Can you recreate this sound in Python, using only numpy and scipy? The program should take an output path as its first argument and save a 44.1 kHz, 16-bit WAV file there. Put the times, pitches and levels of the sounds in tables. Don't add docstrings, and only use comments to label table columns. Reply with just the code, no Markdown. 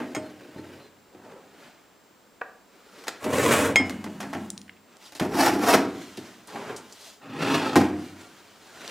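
import sys
import numpy as np
from scipy import signal
from scipy.fft import rfft, irfft, next_fast_len
from scipy.io import wavfile
from scipy.ndimage import map_coordinates

SR = 44100
rng = np.random.default_rng(int(sys.argv[2]) if len(sys.argv) > 2 else 0)


def to_wav(sig):
    pcm = np.clip(np.atleast_2d(sig), -1, 1) * 32767
    pcm = np.round(pcm).astype(np.int16)
    wavfile.write(sys.argv[1], SR, pcm.T)


N = 392490
TIME = np.arange(N) / SR
RUB_SIZE = int(1.4 * SR)
# [lower edge f/Hz, upper edge f/Hz]
BANDS = [(62, 500), (500, 3000), (3000, 17000)]
# [f/Hz, relative level/dB, t60/s]
PANEL_MODES = [(93, -9.5, 0.66), (105.8, -11.5, 0.32), (133.7, -8, 0.27), (141, -28.5, 0.284),
               (168.5, -7.5, 0.29), (197.6, -2, 0.26), (242.6, -3, 0.21), (259.8, 3.5, 0.22),
               (304.1, 3, 0.18), (334, -18, 0.39), (356.7, -1.5, 0.27), (400.5, -1.5, 0.24),
               (434, -3.5, 0.19), (502, -7.5, 0.21), (546, -18, 0.51), (624, -5, 0.34), (689, -15.5, 0.44),
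               (758, -4, 0.22), (825, -15.5, 0.22), (894, -9.5, 0.28), (1110, -14, 0.16), (1350, -19, 0.15),
               (1394, -15.5, 0.11), (1725, -28.5, 0.08)]


def from_db(db):
    return 10 ** (np.asarray(db) / 20)


def rms_one(x):
    return x / np.sqrt(np.mean(x ** 2) + 1e-20)


def at_hz(points, hz):
    known_hz, values = np.transpose(points)
    return np.interp(np.log(hz + 1e-9), np.log(known_hz), values)


def colour(x, spectrum):
    size = next_fast_len(len(x))
    gain = from_db(at_hz(spectrum, np.fft.rfftfreq(size, 1 / SR)))
    return irfft(rfft(x, size) * gain, size)[:len(x)]


def band(x, low_hz, high_hz, order=3):
    sections = signal.butter(order, [low_hz, high_hz], "band", fs=SR, output="sos")
    return signal.sosfilt(sections, x)


def drift(rate, size):
    steps = np.arange(size) * rate / SR
    knots = np.arange(int(steps[-1]) + 2)
    return rms_one(np.interp(steps, knots, rng.standard_normal(len(knots))))


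def dying(t60):
    return from_db(-60 * TIME[:SR] / t60)


def add(out, s, sound):
    at = round(s * SR)
    out[at:at + len(sound)] += sound[:N - at]


def ring(modes, scatter_db=0):
    chance = from_db(scatter_db * rng.standard_normal(len(modes)))
    out = np.zeros(SR)
    for k, (hz, db, t60) in enumerate(modes):
        amplitude = (-1) ** k * chance[k] * from_db(db)
        out += amplitude * dying(t60) * np.sin(2 * np.pi * hz * TIME[:SR])
    return out


def struck(blows, modes):
    out = np.zeros(N)
    lowest_hz = modes[0][0]
    for s, blow_db, brightness_db in blows:
        blow_modes = [(hz, db + blow_db + brightness_db * np.log2(hz / lowest_hz), t60)
                      for hz, db, t60 in modes]
        add(out, s, ring(blow_modes))
    return out


def friction(size, grains_per_s, spread_db, judder_rate, judder_db):
    chance, direction, rarity = rng.random((3, size))
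    breaks = chance < grains_per_s / SR
    grain_size = from_db(spread_db * np.minimum(-np.log(rarity + 1e-9), 4))
    grains = breaks * np.sign(direction - .5) * grain_size
    return rms_one(grains * from_db(judder_db * drift(judder_rate, size)))


def body(force, share, t60, shift):
    crowd = rng.standard_normal(SR) * dying(t60)
    shaken = signal.fftconvolve(force, crowd / np.linalg.norm(crowd))[:len(force)]
    travel = np.cumsum(1 + shift * drift(9, len(force)))
    return force + share * map_coordinates(shaken, [travel], order=3, mode="mirror")


def play(levels_db, sound, fade_s):
    t = TIME[:len(sound)]
    gate = np.clip(np.minimum(t, t[-1] - t) / fade_s, 0, 1)
    return gate * sum(from_db(db) * rms_one(band(sound, *edges)) for db, edges in zip(levels_db, BANDS))


def air(level_db=-58.5, side_db=-7.5):
    # [f/Hz, relative level per Hz/dB]
    hush_spectrum = [(15, -63.5), (25, -22), (151, -15), (197, -7), (250, -7), (1360, -15), (3350, -23),
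                     (4370, -23.5), (6500, -26), (7610, -29), (8240, -28.5), (14000, -37.5)]
    # [f/Hz, rms level/dB]
    whine_tones = [(7499, -75), (15003, -74)]
    mid, side = (rms_one(colour(noise, hush_spectrum)) for noise in rng.standard_normal((2, N)))
    whine = sum(np.sqrt(2) * from_db(db) * np.sin(2 * np.pi * hz * TIME) for hz, db in whine_tones)
    return from_db(level_db) * (mid + from_db(side_db) * np.array([side, -side])) + whine


def rub_levels(effort, response):
    # [boom/(dB/s), scrape/(dB/s), hiss/(dB/s)]
    coast_rates = (107, 152, 222.5)
    scrape_follows, hiss_follows = 0.88, 1.06
    build_s, build_db = 0.062, 17.5
    s, db = np.transpose(effort)
    boom_db, scrape_db, hiss_db, boom_follows = response
    t = s[0] + TIME[:RUB_SIZE]
    easing = np.interp(t, s, db) - db.max()
    coasting = np.maximum(t - s[-1], 0)
    building = build_db * np.minimum((t - s[0]) / build_s - 1, 0)
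    boom = boom_db + boom_follows * easing + building
    scrape = scrape_db + scrape_follows * easing
    hiss = hiss_db + hiss_follows * easing
    return [db.max() + level - rate * coasting for level, rate in zip((boom, scrape, hiss), coast_rates)]


def strokes_and_rocking(panel_db=2.5, level_db=-0.5):
    # [t/s, relative level/dB]
    efforts = [
        [(0.0, -62), (0.098, -54.5), (0.34, -58.5), (0.72, -57), (0.86, -61)],
        [(3.19, -58), (3.248, -36.5), (3.282, -46), (3.324, -39), (3.334, -32), (3.472, -28.5), (3.504, -29.5),
         (3.514, -23.5), (3.682, -33.5), (3.73, -49)],
        [(3.84, -48), (4.002, -56), (4.334, -54.5), (4.46, -54)],
        [(5.21, -37), (5.286, -52), (5.404, -24.5), (5.464, -24.5), (5.576, -43.5), (5.694, -23.5),
         (5.732, -26), (5.738, -22), (5.784, -37.5), (5.8, -40.5)],
        [(7.2, -61), (7.356, -47.5), (7.418, -36), (7.428, -28), (7.44, -34.5), (7.542, -30), (7.548, -25.5),
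         (7.57, -34.5), (7.706, -37), (7.735, -38)],
    ]
    # [boom/dB, scrape/dB, hiss/dB at full effort, boom slope/(dB/dB)]
    responses = [(9.5, 6, -4.5, 2.2), (3, 4.5, -2, 0.6), (13.5, 4.5, -3.5, 1), (1, 5, -1, 0.32),
                 (3.5, 4.5, -2.5, 0.78)]
    # [f/Hz, relative level per Hz/dB]
    rub_colours = [
        [(24, -60), (40, -29.5), (81, -20), (345, -5), (467, -9), (896, -22), (1680, -22), (3300, -26),
         (4130, -24), (4800, -24), (14800, -37), (16000, -44)],
        [(24, -62), (40, -40), (85, -12.5), (163, -12.5), (194, -2.5), (297, -5.5), (345, -9), (600, -3),
         (770, -14.5), (852, -7), (1810, -9.5), (4680, -25.5), (7930, -21.5), (14500, -33.5), (16000, -35)],
        [(24, -52), (40, -36), (104, -10), (147, -9.5), (204, 4), (491, -19.5), (896, -18), (1370, -24),
         (1720, -22), (2320, -29), (7360, -30), (16000, -43)],
        [(24, -61), (40, -24), (81, -15.5), (171, -11), (262, 2.5), (529, -8), (570, -9), (663, -5.5),
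         (733, -2.5), (1720, -10), (3650, -28), (5180, -25), (7360, -32.5), (13800, -36.5), (16000, -46)],
        [(24, -64), (40, -36), (124, -6), (163, -5.5), (256, -1.5), (320, 0), (697, -9.5), (1180, -12),
         (1340, -11), (2260, -18), (2570, -12), (3060, -22.5), (3300, -20), (7930, -33.5), (16000, -48)],
    ]
    out, panels = np.zeros(N), ring(PANEL_MODES)
    panels = from_db(panel_db) * panels / np.abs(rfft(panels)).max()
    for effort, response, spectrum in zip(efforts, responses, rub_colours):
        force = friction(RUB_SIZE, grains_per_s=7000, spread_db=3.0, judder_rate=199.35, judder_db=2.0)
        sheet = body(force, share=0.97, t60=0.098, shift=.012)
        boom = signal.fftconvolve(force, panels)[:len(force)]
        rub = colour(sheet + boom, spectrum)
        add(out, effort[0][0], play(rub_levels(effort, response), rub, fade_s=.02))
    return from_db(level_db) * out


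def knocks(panel_db=-11.5, thud_db=1.0, thud_life=0.94, clang_db=2.0, seat_db=-1.5):
    # [t/s, thump/dB, clang/dB, crunch/dB (all relative), clang t60/s, slack from catching to seating/s]
    knock_times = [(.001, -27.5, -34.5, -50, 0.23, 0), (.149, -25.5, -31.5, -39, 0.079, 0.015),
                   (0.559, -35, -60, -64, .1, 0.00067), (.583, -38, -52, -62.5, 0.16, 0),
                   (1.148, -44.5, -56, -67, 0.066, 0.00035), (3.038, -67.5, -41.5, -42.5, .052, 0.0021),
                   (3.069, -60, -39, -43, 0.12, 0.0039), (3.081, -48.5, -28, -29.5, 0.06, 0.0009),
                   (3.242, -19.5, -31.5, -34, .05, 0.02), (3.334, -24, -27.5, -38, 0.095, 0.0023),
                   (3.511, -30, -34, -28, .1, 0), (3.69, -20.5, -38, -58, .09, 0.0017),
                   (3.758, -24, -12.5, -22, 0.016, 0.0072), (3.797, -24, -31, -53, .15, 0.0012),
                   (3.896, -40, -34.5, -36, 0.084, 0.0032), (4.041, -34, -38, -41.5, 0.11, .022),
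                   (4.203, -39, -33, -37, 0.15, 0.028), (4.33, -30, -32.5, -41.5, 0.14, 0.022),
                   (5.122, -58, -46, -43.5, .072, 0.005), (5.15, -53, -45.5, -39.5, 0.17, 0.00057),
                   (5.197, -18, -28.5, -35.5, .15, 0.013), (5.738, -21, -17.5, -25, 0.1, 0.0053),
                   (6.172, -31, -48, -40, 0.095, 0.0049), (6.558, -61, -35.5, -60, 0.049, 0),
                   (6.696, -34.5, -39, -57, 0.057, 0.0006), (7.757, -12, -19, -22.5, 0.14, 0.0028),
                   (7.8, -22, -28.5, -38.5, 0.37, 0.00068)]
    # [f/Hz, relative level per Hz/dB]
    clang_spectrum = [(30, -43), (70, -18), (130, -10.5), (300, 10.5), (520, -6), (830, -1.5), (1070, -6.5),
                      (1300, -8.5), (1750, -7), (3400, -18.5), (5000, -20), (13000, -31.5), (16000, -44)]
    out = np.zeros(N)
    for s, thump, clang, crunch, t60, slack_s in knock_times:
        force = friction(SR, grains_per_s=16000, spread_db=2.0, judder_rate=315.4, judder_db=2.0)
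        crowd = colour(force, clang_spectrum)
        low, middle, high = (rms_one(band(crowd, *edges)) for edges in BANDS)
        panels = from_db(panel_db) * ring(PANEL_MODES, scatter_db=4.5)
        thud = from_db(thud_db) * low * dying(t60 * thud_life)
        add(out, s + slack_s, from_db(thump) * (panels + thud))
        add(out, s, from_db(clang + clang_db) * middle * dying(t60))
        add(out, s, from_db(crunch) * high * dying(t60))
        if slack_s > .003:
            add(out, s + slack_s, from_db(clang + seat_db) * middle[::-1] * dying(t60))
    return out


def steel_part():
    # [t/s, relative level/dB, brightness/(dB/octave)]
    blows = [(.149, -27, 8), (.166, -36, 8.5), (3.759, -1.5, 0.5)]
    # [f/Hz, relative level/dB, t60/s]
    modes = [(1960, -23.5, 0.17), (2148.5, 0.5, 0.11), (2156, -0.5, 0.11), (2214, 1.5, 0.011),
             (2960, -43, 0.98), (3217, -21, 0.14), (3660, -36, .07), (5140, -26, 0.23),
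             (6570, -19.5, 0.066), (7250, -32, 0.14), (8400, -33, 0.14), (10800, -49.5, 0.072)]
    return struck(blows, modes)


def squeaks(arch_hz=130, waver_hz=35):
    # [t/s, length/s, start f/Hz, end f/Hz, peak level/dB]
    glides = [(.19, 0.13, 4300, 3990, -59), (.56, 0.056, 3980, 4080, -57), (.78, 0.13, 4100, 3920, -60)]
    out = np.zeros(N)
    for s, length, start_hz, end_hz, db in glides:
        size = int(length * SR)
        arch = np.sin(np.linspace(0, np.pi, size))
        hz = np.linspace(start_hz, end_hz, size) + arch_hz * arch + waver_hz * drift(177, size)
        add(out, s, from_db(db) * arch * np.sin(2 * np.pi * np.cumsum(hz) / SR))
    return out


def shuffles(swell_db=19.5, tread_db=-4.5, rustle_db=-6.5):
    # [peak t/s, rise/s, fall/s, level/dB, brightness/dB (low for a sole, high for cloth)]
    moves = [(1.31, .27, .3, -49, -7), (1.65, .27, 0.26, -51, -1), (2.76, 0.13, 0.46, -59, 1),
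             (3.02, 0.24, 0.49, -48, 1), (4.93, 0.097, 0.23, -56.5, 0), (5.06, 0.092, 0.1, -52, 9.5),
             (6.02, 0.37, 0.47, -47.5, 5), (6.25, 0.19, 0.53, -52, 3), (6.485, .025, 0.33, -45.5, 2.5),
             (6.57, 0.096, 0.23, -38, -6), (6.70, 0.21, 0.17, -38.5, -5.5), (6.9, .3, .3, -55.5, 6.5),
             (7.07, .2, 0.13, -50.5, 11), (8.02, .15, 0.29, -47.5, 4), (8.21, 0.083, 0.26, -48, 2.5),
             (8.39, 0.23, 0.67, -55.5, 3), (8.67, 0.46, 0.26, -55, 5), (8.86, 0.21, 0.6, -41.5, 2)]
    # [f/Hz, relative level per Hz/dB]
    scuff_spectrum = [(24, -63), (40, -33.5), (231, -6.5), (276, -8.5), (422, -7), (479, -10), (751, -11),
                      (918, -12), (1070, -13), (1340, -10.5), (6820, -23.5), (14800, -37), (16000, -49.5)]
    # [from t/s, until t/s, f/Hz, bandwidth/Hz, gain/dB]
    hollow_notes = [(1.0, 1.5, 865, 447, 8.5), (2.5, 3.2, 467, 60, 5), (6.4, 6.8, 940, 420, 6)]
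    out = np.zeros(N)
    for peak_s, rise_s, fall_s, db, brightness_db in moves:
        force = friction(SR, grains_per_s=12000, spread_db=4.5, judder_rate=79.7, judder_db=1.0)
        sound = colour(body(force, share=1.0, t60=0.066, shift=.03), scuff_spectrum)
        for from_s, until_s, note_hz, width_hz, note_db in hollow_notes:
            if from_s < peak_s < until_s:
                resonance = signal.iirpeak(note_hz, note_hz / width_hz, fs=SR)
                sound = sound + from_db(note_db) * signal.lfilter(*resonance, sound)
        t = TIME[:SR] - rise_s
        scuff = db - swell_db * np.maximum(-t / rise_s, t / fall_s)
        tread = scuff + tread_db - brightness_db
        rustle = scuff + rustle_db + brightness_db
        add(out, peak_s - rise_s, play((tread, scuff, rustle), sound, fade_s=0.019))
    return out


def clack():
    # [t/s, relative level/dB, brightness/(dB/octave)]
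    blows = [(2.4125, -10.5, 0), (2.4155, 0, 0)]
    # [f/Hz, relative level/dB, t60/s]
    modes = [(483, -27, 0.047), (762, -29.5, 0.06), (950, -32.5, 0.038), (1170, -27.5, 0.049),
             (1487, -24.5, 0.043), (1650, -22, 0.019), (1870, -32.5, 0.069), (2460, -29, 0.014)]
    return struck(blows, modes)


def wire():
    # [t/s, relative level/dB, brightness/(dB/octave)]
    blows = [(4.502, 5, 0.0013), (4.578, 5, 0)]
    # [f/Hz, relative level/dB, t60/s]
    modes = [(9071, -61, 0.25), (9150, -53, 0.045), (9588, -67, 0.51)]
    return struck(blows, modes)


def ticks(spread=1.44):
    # [t/s, level/dB, centre f/Hz, t60/s]
    snaps = [(4.503, -17, 6860, 0.0045), (4.578, -23, 5100, 0.0034), (4.616, -34, 4930, 0.0048),
             (4.679, -48.5, 2000, .04), (4.694, -34.5, 1950, 0.017), (4.727, -55, 2300, 0.046),
             (4.766, -51, 2040, 0.046), (4.969, -46, 5830, 0.0085), (6.473, -43.5, 7300, .05),
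             (6.763, -39, 6140, 0.13), (6.924, -42.5, 5900, 0.069), (8.878, -25, 4200, 0.0071)]
    out = np.zeros(N)
    for s, db, hz, t60 in snaps:
        noise = band(rng.standard_normal(SR), hz / spread, hz * spread, order=2)
        add(out, s, from_db(db) * rms_one(noise) * dying(t60))
    return out


def door_slam():
    # [t/s, relative level/dB, brightness/(dB/octave)]
    blows = [(7.762, -1.5, 0.0046)]
    # [f/Hz, relative level/dB, t60/s]
    modes = [(92.4, -31.5, 1), (173.6, -23.5, 0.34), (200, -23.5, 0.43), (252, -17.5, 0.29),
             (331.4, -22.5, 0.74), (355, -9.5, 0.23), (388, -21, 0.18), (504, -39, 0.44),
             (712, -25.5, 0.33), (808.5, -20, 0.22), (1050, -16, 0.1)]
    return struck(blows, modes)


def workshop(x, wet_db, delay_s=0.0037):
    # [f/Hz, t60/s]
    room_t60 = [(100, 1), (300, 0.71), (1000, 0.49), (3000, 0.43), (8000, 0.28), (15000, 0.12)]
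    edges = np.geomspace(50, 18000, 10)
    tail = np.zeros(SR)
    for low, high in zip(edges, edges[1:]):
        tail += band(rng.standard_normal(SR), low, high) * dying(at_hz(room_t60, np.sqrt(low * high)))
    tail = tail * np.clip(TIME[:SR] / delay_s - .5, 0, 1)
    return x + from_db(wet_db) * signal.fftconvolve(x, tail / np.linalg.norm(tail))[:N]


def two_ports(mid, width, scatter, scatter_t60):
    paths = rng.standard_normal(SR) * dying(scatter_t60) * (TIME[:SR] > .002)
    scattered = signal.fftconvolve(mid, paths / np.linalg.norm(paths))[:N]
    shifted = signal.hilbert(mid, next_fast_len(N))[:N].imag
    side = colour(shifted + scatter * scattered, width) / np.hypot(1, scatter)
    return np.array([mid + side, mid - side])


def scene():
    # [f/Hz, side minus mid level/dB]
    near_width = [(25, -27), (60, -48), (200, -55.5), (700, -29.5), (2000, -22), (4500, -13.5), (8000, -14),
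                  (13000, -22)]
    # [f/Hz, side minus mid level/dB]
    far_width = [(200, -35.5), (700, -23.5), (2000, -16.5), (5000, -9.5), (13000, -10.5)]
    impacts = knocks() + door_slam()
    steel = band(strokes_and_rocking() + impacts, 51, 19000, order=2)
    cabinet = workshop(steel, wet_db=-11.0)
    small_things = workshop(steel_part() + wire() + ticks(), wet_db=-16.0)
    further_off = workshop(clack(), wet_db=-10.5) + shuffles() + squeaks()
    near = two_ports(cabinet + small_things, near_width, scatter=1.7, scatter_t60=.04)
    far = two_ports(further_off, far_width, scatter=1.8, scatter_t60=.12)
    return near + far + air()


def record(dry, ceiling=.85, cutoff_hz=15900):
    held = dry / (1 + (dry / ceiling) ** 8) ** (1 / 8)
    return signal.sosfilt(signal.ellip(10, .1, 80, cutoff_hz, fs=SR, output="sos"), held)


dry = scene()
out = record(dry)
to_wav(out)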